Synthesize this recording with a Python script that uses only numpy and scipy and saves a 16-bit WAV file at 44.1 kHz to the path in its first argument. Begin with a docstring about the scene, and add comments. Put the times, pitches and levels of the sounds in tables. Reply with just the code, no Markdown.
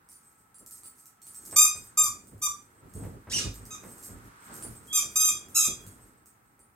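"""A small bedroom, microphone pair just before the bed: a faint fan whine over the hush of the room.
A dog bounds about; paws thud on ringing mattress modes, and filtered noise makes the cloth rustle.
The collar jingles as struck metal modes, with a chatter of many tiny contacts.
Closest in interest is a rubber ball with a reed squeaker: bites blow short bright squeaks, harmonics
through fixed resonances; once the rubber squeals as it skids in the teeth, and leaking air whistles."""
import sys
import numpy as np
from scipy import signal
from scipy.fft import rfft, irfft
from scipy.io import wavfile

SR = 44100
rng = np.random.default_rng(int(sys.argv[2]) if len(sys.argv) > 2 else 0)


def to_wav(sig):
    """Store sig (one row per channel, or 1-D mono) as 16-bit WAV at the path in sys.argv[1].

    Samples outside -1..1 are clipped; the rate is SR.
    """
    pcm = np.clip(np.atleast_2d(sig), -1, 1) * 32767
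    pcm = np.round(pcm).astype(np.int16)
    wavfile.write(sys.argv[1], SR, pcm.T)  # frames by channels


N = 297675
TIME = np.arange(N) / SR
EDGE_HZ = 16200  # upper limit of the recorder's band

# hush of the room: (frequency [Hz], relative level [dB])
HUSH_COLOUR = [(15, -50), (25, -32), (134, 0.5), (285, -12), (476, -21.5), (575, -19.5), (775, -0.5),
               (1330, -6.5), (2160, -10.5), (3340, -31), (5430, -30.5), (9570, -22), (16000, -19)]
HUSH_DB = -68.5
# whine of the fan: (time [s], level [dB])
FAN_LEVEL = [(0, -79.5), (.7, -69.5), (1.3, -72.5), (2.6, -76.5), (6.75, -78)]
FAN_HZ = 1310
# ring of the furnished bedroom: (frequency [Hz], t60 [s])
ROOM_DECAY = [(200, 0.42), (1200, 0.27), (2500, 0.34), (6000, 0.3), (10000, 0.27), (15000, 0.17)]
# likeness of left and right in that ring: (frequency [Hz], likeness [-1 to 1])
ROOM_LIKENESS = [(100, 1), (400, 0.99), (1200, -0.48), (2500, -0.17), (5000, -0.46), (7500, 0.87),
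                 (12000, 0.88)]
# likeness of left and right in hush and bedding: (frequency [Hz], likeness [-1 to 1])
NOISE_LIKENESS = [(40, 1), (100, 0.82), (300, 0.91), (700, -0.042), (1300, -0.48), (3000, 0.27),
                  (7000, -0.66), (12000, .85)]
# how the microphone pair hears the toy: (frequency [Hz], phase by which left leads [rad])
LEFT_LEAD = [(300, -1.5), (1200, 1.2), (2500, 1.57), (5000, 1.82), (7000, 0.75), (9000, 0.6), (12000, 0),
             (16000, 1)]
# and its balance: (frequency [Hz], left minus right [dB])
LEFT_LEAN = [(300, 2), (1200, -5), (3700, -1), (6000, -2), (7400, -2.5), (8700, 3.5), (10000, 0),
             (16000, 1.5)]

# how much the dog stirs on the bed: (time [s], bedding dragged [dB], sheet sliding [dB])
STIRRING = [(0, -71.5, -67.5), (.5, -72, -70), (.85, -67.5, -65), (1.17, -74.5, -69), (1.5, -60.5, -60),
            (1.92, -65, -62), (2.3, -61, -68), (2.72, -65.5, -65.5), (3.05, -56.5, -60.5),
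            (3.24, -64.5, -62.5), (3.6, -55.5, -58.5), (4.2, -58.5, -57), (4.39, -67, -56.5),
            (4.52, -57, -49.5), (4.8, -58, -59), (5.9, -57, -60.5), (6.27, -69.5, -68.5),
            (6.75, -72.5, -71.5)]
# footfalls and shoves: (time [s], push length [s], weight on the mattress [dB],
#                        scuff [dB], pat on the sheet [dB])
FOOTFALLS = [(0.597, 0.024, -76, -59, -70), (1.46, 0.065, -81, -61, -78), (1.526, 0.11, -55, -79, -45),
             (1.748, 0.064, -50, -66, -55), (2.000, 0.11, -49, -74, -58), (2.13, 0.036, -61, -63, -63),
             (2.314, 0.038, -47, -58, -65), (2.440, .09, -61, -86, -76), (2.821, .04, -53, -57, -65),
             (2.945, 0.12, -36.5, -46, -72), (3.035, 0.13, -44.5, -55, -51),
             (3.271, 0.091, -41.5, -52.5, -49.5), (3.347, 0.093, -44, -48, -65),
             (3.446, 0.022, -26, -43.5, -49), (3.598, 0.04, -45, -90, -74), (3.835, 0.044, -67, -51, -49.5),
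             (4.087, 0.072, -41.5, -58, -56), (4.222, 0.057, -52, -61, -66.5), (4.492, 0.18, -79, -56, -52),
             (4.645, 0.067, -43, -58, -52), (5.029, 0.036, -60, -61, -55), (5.296, 0.014, -79, -60, -75),
             (5.668, 0.019, -44, -41, -59), (5.846, 0.024, -47, -83, -76), (5.983, 0.063, -65, -88, -63),
             (6.585, .02, -69, -74, -67.5)]
# a paw's push builds, holds, then dies away
PRESS_S, LIFT_S = 0.025, 0.03
# rumble of the loaded mattress: (frequency [Hz], relative level [dB])
RUMBLE_COLOUR = [(15, -39), (25, -18), (38, -1), (65, -3.5), (92, -1.5), (108, 3), (144, -9.5), (260, -9.5),
                 (340, -40), (570, -120)]
# dragged bedding: (frequency [Hz], relative level [dB])
SCUFF_COLOUR = [(90, -8.5), (170, -1.5), (260, -0.5), (420, -4), (650, -12), (1000, -17.5), (2000, -33.5),
                (4000, -38)]
# sliding sheet: (frequency [Hz], relative level [dB])
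SWISH = [(400, -27.5), (800, 1), (1300, 8), (2000, -1.5), (3000, -11), (5000, -13.5), (9000, -12),
         (16000, -36.5)]
# swinging modes of the mattress: (frequency [Hz], relative level [dB], t60 [s])
MATTRESS_MODES = [(50.3, -11, 0.64), (82, -7.5, 0.064), (95.9, 2, 0.19), (124.4, -13.5, 0.23),
                  (196.4, -2, 0.074)]
# a paw landing on the taut sheet: (frequency [Hz], relative level [dB])
PAT_COLOUR = [(90, -11), (250, -5.5), (450, -2), (750, -4.5), (1200, -6), (2000, -11.5), (4000, -34),
              (9000, -45.5)]

# shakes of the neck that set the collar chattering and the cloth crackling:
# (start time [s], length [s], level [dB])
NECK_SHAKES = [(.12, 0.31, -65.5), (.66, 0.15, -53), (0.943, 0.11, -56), (1.23, 0.39, -52.5),
               (1.752, 0.14, -55.5), (2.92, 0.17, -61), (3.843, 0.18, -54.5), (3.993, 0.13, -51),
               (4.352, 0.4, -56), (4.705, 0.67, -59.5), (5.803, 0.34, -63.5)]
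CHATTER_FOLLOW_DB = -6  # chatter under the shakes, relative to the dragging of the bedding
# colour of contact ticks and cloth crackle: (frequency [Hz], relative level [dB])
CONTACT_COLOUR = [(1500, -31.5), (3200, -24), (5000, -5.5), (7600, 3.5), (9500, -1), (11500, 0.5),
                  (13500, 4), (15500, -7.5), (16500, -0.5)]
# grain of the chatter: decay of a crackle, rate of the clumps, mean rate of the contacts
CRACKLE_S, CLUMP_HZ, CONTACTS_PER_S = 0.003, 18, 260
# knocks of the collar metal: (time [s], ring [dB], buckle [dB], contact tick [dB])
COLLAR_CLINKS = [(0.089, -48.5, -66, -49.5), (0.1173, -49, -78, -46), (0.5449, -48, -71, -61),
                 (0.584, -52, -74, -50), (0.6628, -53, -55, -43), (0.71, -55, -49.5, -40),
                 (0.8345, -44.5, -66, -47), (0.858, -44.5, -46.5, -54), (1.057, -57, -56, -44.5),
                 (1.218, -68, -48.5, -47), (1.268, -43, -50.5, -44), (1.346, -72, -43, -49),
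                 (1.4532, -69, -46.5, -40.5), (1.5115, -74, -41, -41), (1.7607, -59, -42.5, -40),
                 (2.2718, -58, -53.5, -55), (2.938, -54, -50, -50), (3.542, -61, -54, -40.5),
                 (3.6538, -65, -62, -41), (3.839, -67, -60, -50), (4.0273, -68.5, -43, -44),
                 (4.5338, -66, -45, -56), (4.6249, -36.5, -55.5, -41), (4.7543, -59, -49.5, -56),
                 (5.4854, -58, -64, -47.5), (5.866, -51, -58, -45), (6.2586, -71, -56, -51),
                 (6.593, -54.5, -73, -62.5)]
# modes of the collar's ring: (frequency [Hz], relative level [dB], t60 [s])
RING_MODES = [(4680, -22.5, 0.14), (7600, -19, 0.15), (8380, -1, 0.032), (9200, -19, 0.35),
              (9500, -1.5, 0.14), (9740, -11, 0.17)]
# modes of its buckle: (frequency [Hz], relative level [dB], t60 [s])
BUCKLE_MODES = [(4400, -20.5, 0.13), (5680, -13.5, 0.055), (6640, -15, 0.25), (7600, -18, 0.05),
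                (7477, -1, 0.08), (8100, 2.5, 0.044), (8190, 4, 0.14), (7920, -8, .08), (9050, -9.5, 0.089),
                (11100, -8, 0.054), (12930, -9, .1), (14400, -12, .12), (15368, -6.5, 0.16)]
# how unevenly a blow shares its energy among the modes
RING_SPREAD_DB, BUCKLE_SPREAD_DB = 2.5, 4.5

# air whistling thinly past the squeaker, one list per whistle: (time [s], frequency [Hz], level [dB])
AIR_WHISTLES = [
    [(4.87, 3210, -65), (4.92, 3374, -39), (4.99, 3180, -41.5), (5.03, 3400, -58)],
    [(5.19, 3330, -41), (5.24, 3176, -46.5), (5.32, 3305, -46.5), (5.39, 3340, -53.5)],
    [(5.58, 3210, -50), (5.70, 3334, -49.5), (5.86, 3320, -72)],
]
# rubber sticking and slipping on the teeth: (time [s], pitch [Hz], level [dB], roughness [0-1],
#                                             brightness [dB per octave])
SKID_PATH = [(3.298, 1248, -48, 0.77, 4), (3.308, 1650, -42.5, 0.57, -3), (3.322, 2146, -34, 0.76, 2),
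             (3.335, 2960, -31, 0.59, -5.5), (3.362, 2910, -28, 0.49, -3.5), (3.379, 2455, -35.5, 0.72, -2),
             (3.390, 1749, -29.5, 0.63, 1), (3.406, 1280, -44.5, 0.9, -5.5), (3.450, 1200, -41, 0.58, -1)]
# resonances of the skidding rubber: (frequency [Hz], relative level [dB])
RUBBER_COLOUR = [(700, -12.5), (1500, -8), (2900, -5), (4200, 0.5), (5800, 2.5), (8600, -3), (11500, -15.5),
                 (15500, -24)]
# bites; the last two rows overlap, as the hard last bite also wakes a lower mode of the reed:
# (start time [s], catch [s], squeeze [s], release [s], pitch [Hz], droop [Hz per s], level [dB],
#  swell over the squeeze [dB], roughness [0-1], brightness [dB per octave], fundamental [dB],
#  even harmonics [dB], ring-on [dB])
BALL_BITES = [ (1.559, 0.0029, .083, .026, 1218, -380, -18.5, -8.5, 0.1, 0, 0.5, 1, -53.5),
              (1.972, 0.0011, 0.065, .044, 1222, -100, -23.5, -2, 0, 2, 11, 0.5, -43.5),
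              (2.415, 0.0037, .040, .022, 1211, 0, -27, 3.5, 0.12, 0.5, 2, -4.5, -32),
              (3.704, 0.00305, 0.022, 0.042, 1269, 1587, -43.5, -2, 0.45, -6.5, -11, -7, -68),
              (4.927, .0011, 0.036, 0.041, 1237, 0.5, -23.5, 4.5, .1, 0.5, -4, -1, -52),
              (5.156, 0.0014, .120, 0.033, 1240, 68, -23, -5.5, 0.16, 0.5, -3, -1.5, -45),
              (5.545, 0.0063, .104, .035, 1317, 999.5, -28, -10.5, 0.35, 1, -4.5, -0.5, -47),
              (5.555, .006, .100, .022, 1248, 463.5, -25.5, -2, 0.2, -1, -7.5, -2.5, -58), ]
# resonances of the squeaker: (frequency [Hz], relative level [dB])
REED_COLOUR = [(1200, -9), (2450, -12), (3660, -12.5), (4900, -8), (6150, -0.5), (7300, 3), (8650, -7.5),
               (9800, -9.5), (11100, -8), (12400, -8), (13700, -14.5), (15000, -20.5), (16200, -41.5)]
# hiss of air through the reed: (frequency [Hz], relative level [dB])
HISS_COLOUR = [(1000, -28), (2500, -36.5), (4300, -36.5), (5600, -18.5), (6800, 4.5), (8000, -8),
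               (9500, -18), (12000, -12.5), (16000, -30.5)]
# where the ball is as the dog crosses the bed: (time [s], left minus right [dB])
BALL_PLACE = [(1.6, 1), (2.05, 1.5), (2.5, 0), (3.4, 0), (5, 0), (5.7, -.3)]
# the reed catches: it starts flat (fraction of the pitch), weak and rough, and settles within moments
CATCH_FLAT, CATCH_DB, CATCH_ROUGH = 0.16, -30, 0.52
ARCH = 0.007  # fraction by which the pitch arches up in the middle of the squeeze
# the air runs out: by the end of the release the note is flat, weak, rough and duller (dB per octave)
SAG, SAG_DB, SAG_ROUGH, SAG_DULL_DB = 0.105, -16, 0.55, -5.5
# pitch, loudness and treble hold up at first, then give way
SAG_POWER, FADE_POWER, DULL_POWER = 1.6, 2.2, 3.0
# unsteady pressure of the jaws: level, fraction of the pitch, rate
JAW_DB, JAW_PITCH, JAW_HZ = 2.5, 0.003, 25.8


def amp(db):
    """Decibels to gain."""
    return 10 ** (np.asarray(db) / 20)


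def evened(x):
    """Scales to rms 1."""
    return x / np.sqrt(np.mean(x ** 2) + 1e-20)


def read(points, hz):
    """Reads a spectrum on a log-frequency axis."""
    f, value = np.transpose(points)
    return np.interp(np.log(hz + 1), np.log(f + 1), value)


def level(rows, axis=1):
    """Gain at every sample from one dB column of a curve."""
    rows = np.asarray(rows)
    return amp(np.interp(TIME, rows[:, 0], rows[:, axis]))


def add(mix, s, sound):
    """Mixes a sound in at a time in seconds."""
    part = mix[max(round(s * SR), 0):][:len(sound)]
    part += sound[:len(part)]


def tint(x, colour):
    """Gives a signal a spectrum, at rms 1."""
    size = x.shape[-1]
    gain = amp(read(colour, np.fft.rfftfreq(size, 1 / SR)))
    return evened(irfft(rfft(x) * gain, size))


def wander(size, hz):
    """Smooth chance up to a rate, rms 1."""
    f = np.fft.rfftfreq(size, 1 / SR)
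    return evened(irfft(rfft(rng.standard_normal(size)) / (1 + (f / hz) ** 4), size))


def pair(two, likeness):
    """Blends two unrelated signals into left and right, alike by frequency."""
    size = two.shape[-1]
    a, b = rfft(two)
    same = np.clip(read(likeness, np.fft.rfftfreq(size, 1 / SR)), -1, 1)
    mid = a * np.sqrt((1 + same) / 2)
    side = b * np.sqrt((1 - same) / 2)
    return irfft(np.array([mid + side, mid - side]), size)


def noise(colour):
    """Coloured stereo noise."""
    return tint(pair(rng.standard_normal((2, N)), NOISE_LIKENESS), colour)


def struck(modes, t, spread_db, detune=0.0014):
    """Dying modes; each blow lands elsewhere and shares its energy differently."""
    hz, db, t60 = np.transpose(modes)[:, :, None]
    size = amp(db + spread_db * rng.standard_normal(db.shape))
    size = size / np.linalg.norm(size)
    hz = hz * (1 + detune * rng.standard_normal(hz.shape))
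    return (size * amp(-60 * t / t60) * np.sin(2 * np.pi * hz * t)).sum(0)


def background(waver=0.7):
    """Room hush and the thin whine of a fan, its strength wavering separately left and right."""
    tone = np.cos(2 * np.pi * FAN_HZ * TIME)
    whine = [evened((1 + waver * wander(N, 45)) * tone) for _ in range(2)]
    return amp(HUSH_DB) * noise(HUSH_COLOUR) + level(FAN_LEVEL) * np.array(whine)


def room(x, wet_db, gap_s=0.0028, build_s=0.0046):
    """Direct sound plus the short ring of a furnished bedroom: noise dying by frequency."""
    burst = pair(rng.standard_normal((2, SR // 2)), ROOM_LIKENESS)
    hz, t, z = signal.stft(burst, SR, nperseg=256)
    t60 = read(ROOM_DECAY, hz)[:, None]
    tail = signal.istft(z * amp(-60 * t / t60), SR, nperseg=256)[1]
    tail = tail * np.clip((np.arange(tail.shape[1]) / SR - gap_s) / build_s, 0, 1)
    tail = tail / np.linalg.norm(tail[0])
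    return x + amp(wet_db) * signal.fftconvolve(x[None], tail, axes=1)[:, :N]


def ports(x):
    """The two microphone ports hear the toy with different phase and level."""
    hz = np.fft.rfftfreq(N, 1 / SR)
    # each port takes half of the difference
    half = amp(read(LEFT_LEAN, hz) / 2) * np.exp(0.5j * read(LEFT_LEAD, hz))
    return irfft(rfft(x) * np.array([half, 1 / half]), N)


def bedding(stir_rumble_db=-3, push_rumble_db=-6, grain_db=0.5):
    """The mattress rumbles and the cloth drags in uneven slips, more while a paw pushes."""
    drag = level(STIRRING, axis=1)
    load = amp(stir_rumble_db) * drag
    t = np.arange(SR // 2) / SR
    for s, length, weight_db, scuff_db, _ in FOOTFALLS:
        push = np.minimum(t / PRESS_S, 1) * np.exp(-np.maximum(t - length, 0) / LIFT_S)
        add(load, s, amp(weight_db + push_rumble_db) * push)
        add(drag, s, amp(scuff_db) * push)
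    slips = amp(grain_db * wander(N, 60))
    swish = level(STIRRING, axis=2) * noise(SWISH) * np.sqrt(slips)
    return load * noise(RUMBLE_COLOUR) + drag * noise(SCUFF_COLOUR) * slips + swish


def paws(rise_s=0.0057, pat_s=0.038, thud_db=3.5):
    """Each paw pats the sheet and sinks in, setting the mattress swinging."""
    out = np.zeros(N)
    t = np.arange(SR // 2) / SR
    for s, _, weight_db, _, pat_db in FOOTFALLS:
        thud = struck(MATTRESS_MODES, t, 1.5) * (1 - np.exp(-t / rise_s))
        pat = tint(rng.standard_normal(len(t)), PAT_COLOUR) * np.exp(-t / pat_s)
        add(out, s, amp(weight_db + thud_db) * thud + amp(pat_db) * pat)
    return out


def shaking():
    """Strength of the chatter: each shake swells and fades over the dog's general stirring."""
    out = amp(CHATTER_FOLLOW_DB) * level(STIRRING, axis=1)
    for s, length, db in NECK_SHAKES:
        add(out, s, amp(db) * np.sin(np.pi * np.arange(0, length, 1 / SR) / length))
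    return out


def chatter(spread_db=4.0, metal_db=-10, cloth_db=-6, clump_db=3.5):
    """Many tiny contacts, louder in clumps: some ring the buckle, the rest are dry crackles of cloth."""
    t = np.arange(SR // 4) / SR
    sizes = rng.standard_normal((2, N)) * amp(spread_db * np.minimum(rng.exponential(1, (2, N)), 3))
    contacts = rng.random((2, N)) < CONTACTS_PER_S / SR
    clicks = sizes * contacts * amp(clump_db * np.tanh(wander(N, CLUMP_HZ)))
    metal = evened(signal.oaconvolve(clicks[0], struck(BUCKLE_MODES, t, 0.76))[:N])
    grain = rng.standard_normal(len(t)) * np.exp(-t / CRACKLE_S)
    crackle = tint(signal.oaconvolve(clicks[1], grain)[:N], CONTACT_COLOUR)
    return shaking() * (amp(metal_db) * metal + amp(cloth_db) * crackle)


def collar(tick_s=0.0015, rattle_db=-14, rattle_s=0.017):
    """Ring and buckle knock together: a tick and a brief rattle, while both ring on."""
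    out = np.zeros(N)
    t = np.arange(SR // 2) / SR
    touch = np.exp(-t / tick_s) + amp(rattle_db) * np.exp(-t / rattle_s)
    for s, ring_db, buckle_db, tick_db in COLLAR_CLINKS:
        ring = amp(ring_db) * struck(RING_MODES, t, RING_SPREAD_DB)
        buckle = amp(buckle_db) * struck(BUCKLE_MODES, t, BUCKLE_SPREAD_DB)
        tick = amp(tick_db) * tint(rng.standard_normal(len(t)), CONTACT_COLOUR) * touch
        add(out, s, ring + buckle + tick)
    return out


def whistle(rows):
    """Leaking air: one thin sine, gliding in pitch and slightly unsteady."""
    s, hz, db = np.transpose(rows)
    t = np.arange(s[0], s[-1], 1 / SR)
    turns = np.cumsum(np.interp(t, s, hz) * (1 + 0.003 * wander(len(t), 120))) / SR
    fade = signal.windows.tukey(len(t), 0.1)
    return s[0], amp(np.interp(t, s, db)) * np.sin(2 * np.pi * turns) * fade


def squeak(hz, db, rough, bright_db, colour, hiss_colour, jitter, flutter_hz, air, pinch,
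           root_db=0, even_db=0):
    """A stack of harmonics through fixed resonances; flutter and pulsed hiss roughen it."""
    t = np.arange(len(hz)) / SR
    flutter = jitter * rough * np.sqrt(rough) * wander(len(t), flutter_hz)
    turns = np.cumsum(hz * (1 + flutter)) / SR
    k = np.arange(1, 17)[:, None]  # harmonic numbers
    # as the note loses its grip, the sound narrows onto the strongest resonance
    shape_db = read(colour, k * hz) * (1 + pinch * rough) + bright_db * np.log2(k)
    size = amp(shape_db + root_db * (k == 1) + even_db * (k % 2 == 0)) * (k * hz < EDGE_HZ)
    harmonics = size * np.cos(2 * np.pi * (k * turns + rng.random(k.shape)))
    tone = harmonics.sum(0) / np.sqrt((size ** 2).sum(0) / 2)
    # one puff of hiss in each cycle of the note
    hiss = tint(rng.standard_normal(len(t)) * (1 + np.cos(2 * np.pi * turns)), hiss_colour)
    edges = np.clip(np.minimum(t, t[-1] - t) / 0.0007, 0, 1)
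    return amp(db) * edges * (tone + air * rough ** 2 * hiss)


def skid():
    """Rubber slips on the teeth: a rough squeal that climbs, then slides down."""
    s, *columns = np.transpose(SKID_PATH)
    t = np.arange(s[0], s[-1], 1 / SR)
    hz, db, rough, bright_db = (np.interp(t, s, column) for column in columns)
    return s[0], squeak(hz, db, np.clip(rough, 0, 1), bright_db, RUBBER_COLOUR, RUBBER_COLOUR,
                        jitter=0.057, flutter_hz=430, air=1.04, pinch=0.089)


def bite(catch_s, squeeze_s, release_s, pitch_hz, droop, level_db, swell_db, roughness, bright_db,
         root_db, even_db):
    """The reed catches, sounds while the jaws press, and sags as the air runs out."""
    t = np.arange(0, squeeze_s + release_s, 1 / SR)
    catch = np.exp(-t / catch_s)
    spent = np.maximum(t - squeeze_s, 0) / release_s
    press = np.minimum(t / squeeze_s, 1) - 0.5  # -0.5 to 0.5 over the squeeze
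    jaw = wander(len(t), JAW_HZ)
    bend = ARCH * np.cos(np.pi * press) - CATCH_FLAT * catch - SAG * spent ** SAG_POWER + JAW_PITCH * jaw
    hz = (pitch_hz - droop * squeeze_s * press) * (1 + bend)
    db = level_db + swell_db * press + CATCH_DB * catch + SAG_DB * spent ** FADE_POWER + JAW_DB * jaw
    rough = np.clip(roughness + CATCH_ROUGH * catch + SAG_ROUGH * spent, 0, 1)
    bright_db = bright_db + SAG_DULL_DB * spent ** DULL_POWER
    return squeak(hz, db, rough, bright_db, REED_COLOUR, HISS_COLOUR, jitter=0.045, flutter_hz=267,
                  air=1.2, pinch=0.073, root_db=root_db, even_db=even_db)


def ring_on(pitch_hz, db, peak_s=0.013, flat=0.024):
    """The lowest note rings on softly, a little flat, as the squeak lets go."""
    t = np.arange(SR // 4) / SR
    swell = (t / peak_s * np.exp(1 - t / peak_s)) ** 2
    return amp(db) * swell * np.sin(2 * np.pi * pitch_hz * (1 - flat) * t)


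def ball():
    """Squeaks, one skid, and thin whistles of leaking air."""
    out = np.zeros(N)
    for s, catch_s, squeeze_s, release_s, pitch_hz, *voice, ring_db in BALL_BITES:
        add(out, s, bite(catch_s, squeeze_s, release_s, pitch_hz, *voice))
        add(out, s + squeeze_s + release_s / 2, ring_on(pitch_hz, ring_db))
    add(out, *skid())
    for rows in AIR_WHISTLES:
        add(out, *whistle(rows))
    return out


def scene():
    """Toy and collar sound into the room; the bed lies just before the microphones."""
    bed = (bedding() + paws()) * amp([[-0.6], [0.6]])  # left, right
    jingle = room(collar() + chatter(), wet_db=4.5) * amp([[-2.5], [0]])
    lean = np.sqrt(level(BALL_PLACE, axis=1))
    toy = ports(room(ball(), wet_db=-0.5)) * np.array([lean, 1 / lean])
    return background() + bed + jingle + toy


def record(dry, bass_hz=42):
    """The microphones lose the deepest bass; then the recorder's band limit."""
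    highpass = signal.butter(4, bass_hz, "highpass", fs=SR, output="sos")
    thinned = signal.sosfilt(highpass, dry)
    lowpass = signal.firwin(511, EDGE_HZ, window=("kaiser", 9), fs=SR)
    return signal.oaconvolve(thinned, lowpass[None], "same")


dry = scene()
out = record(dry)
to_wav(out)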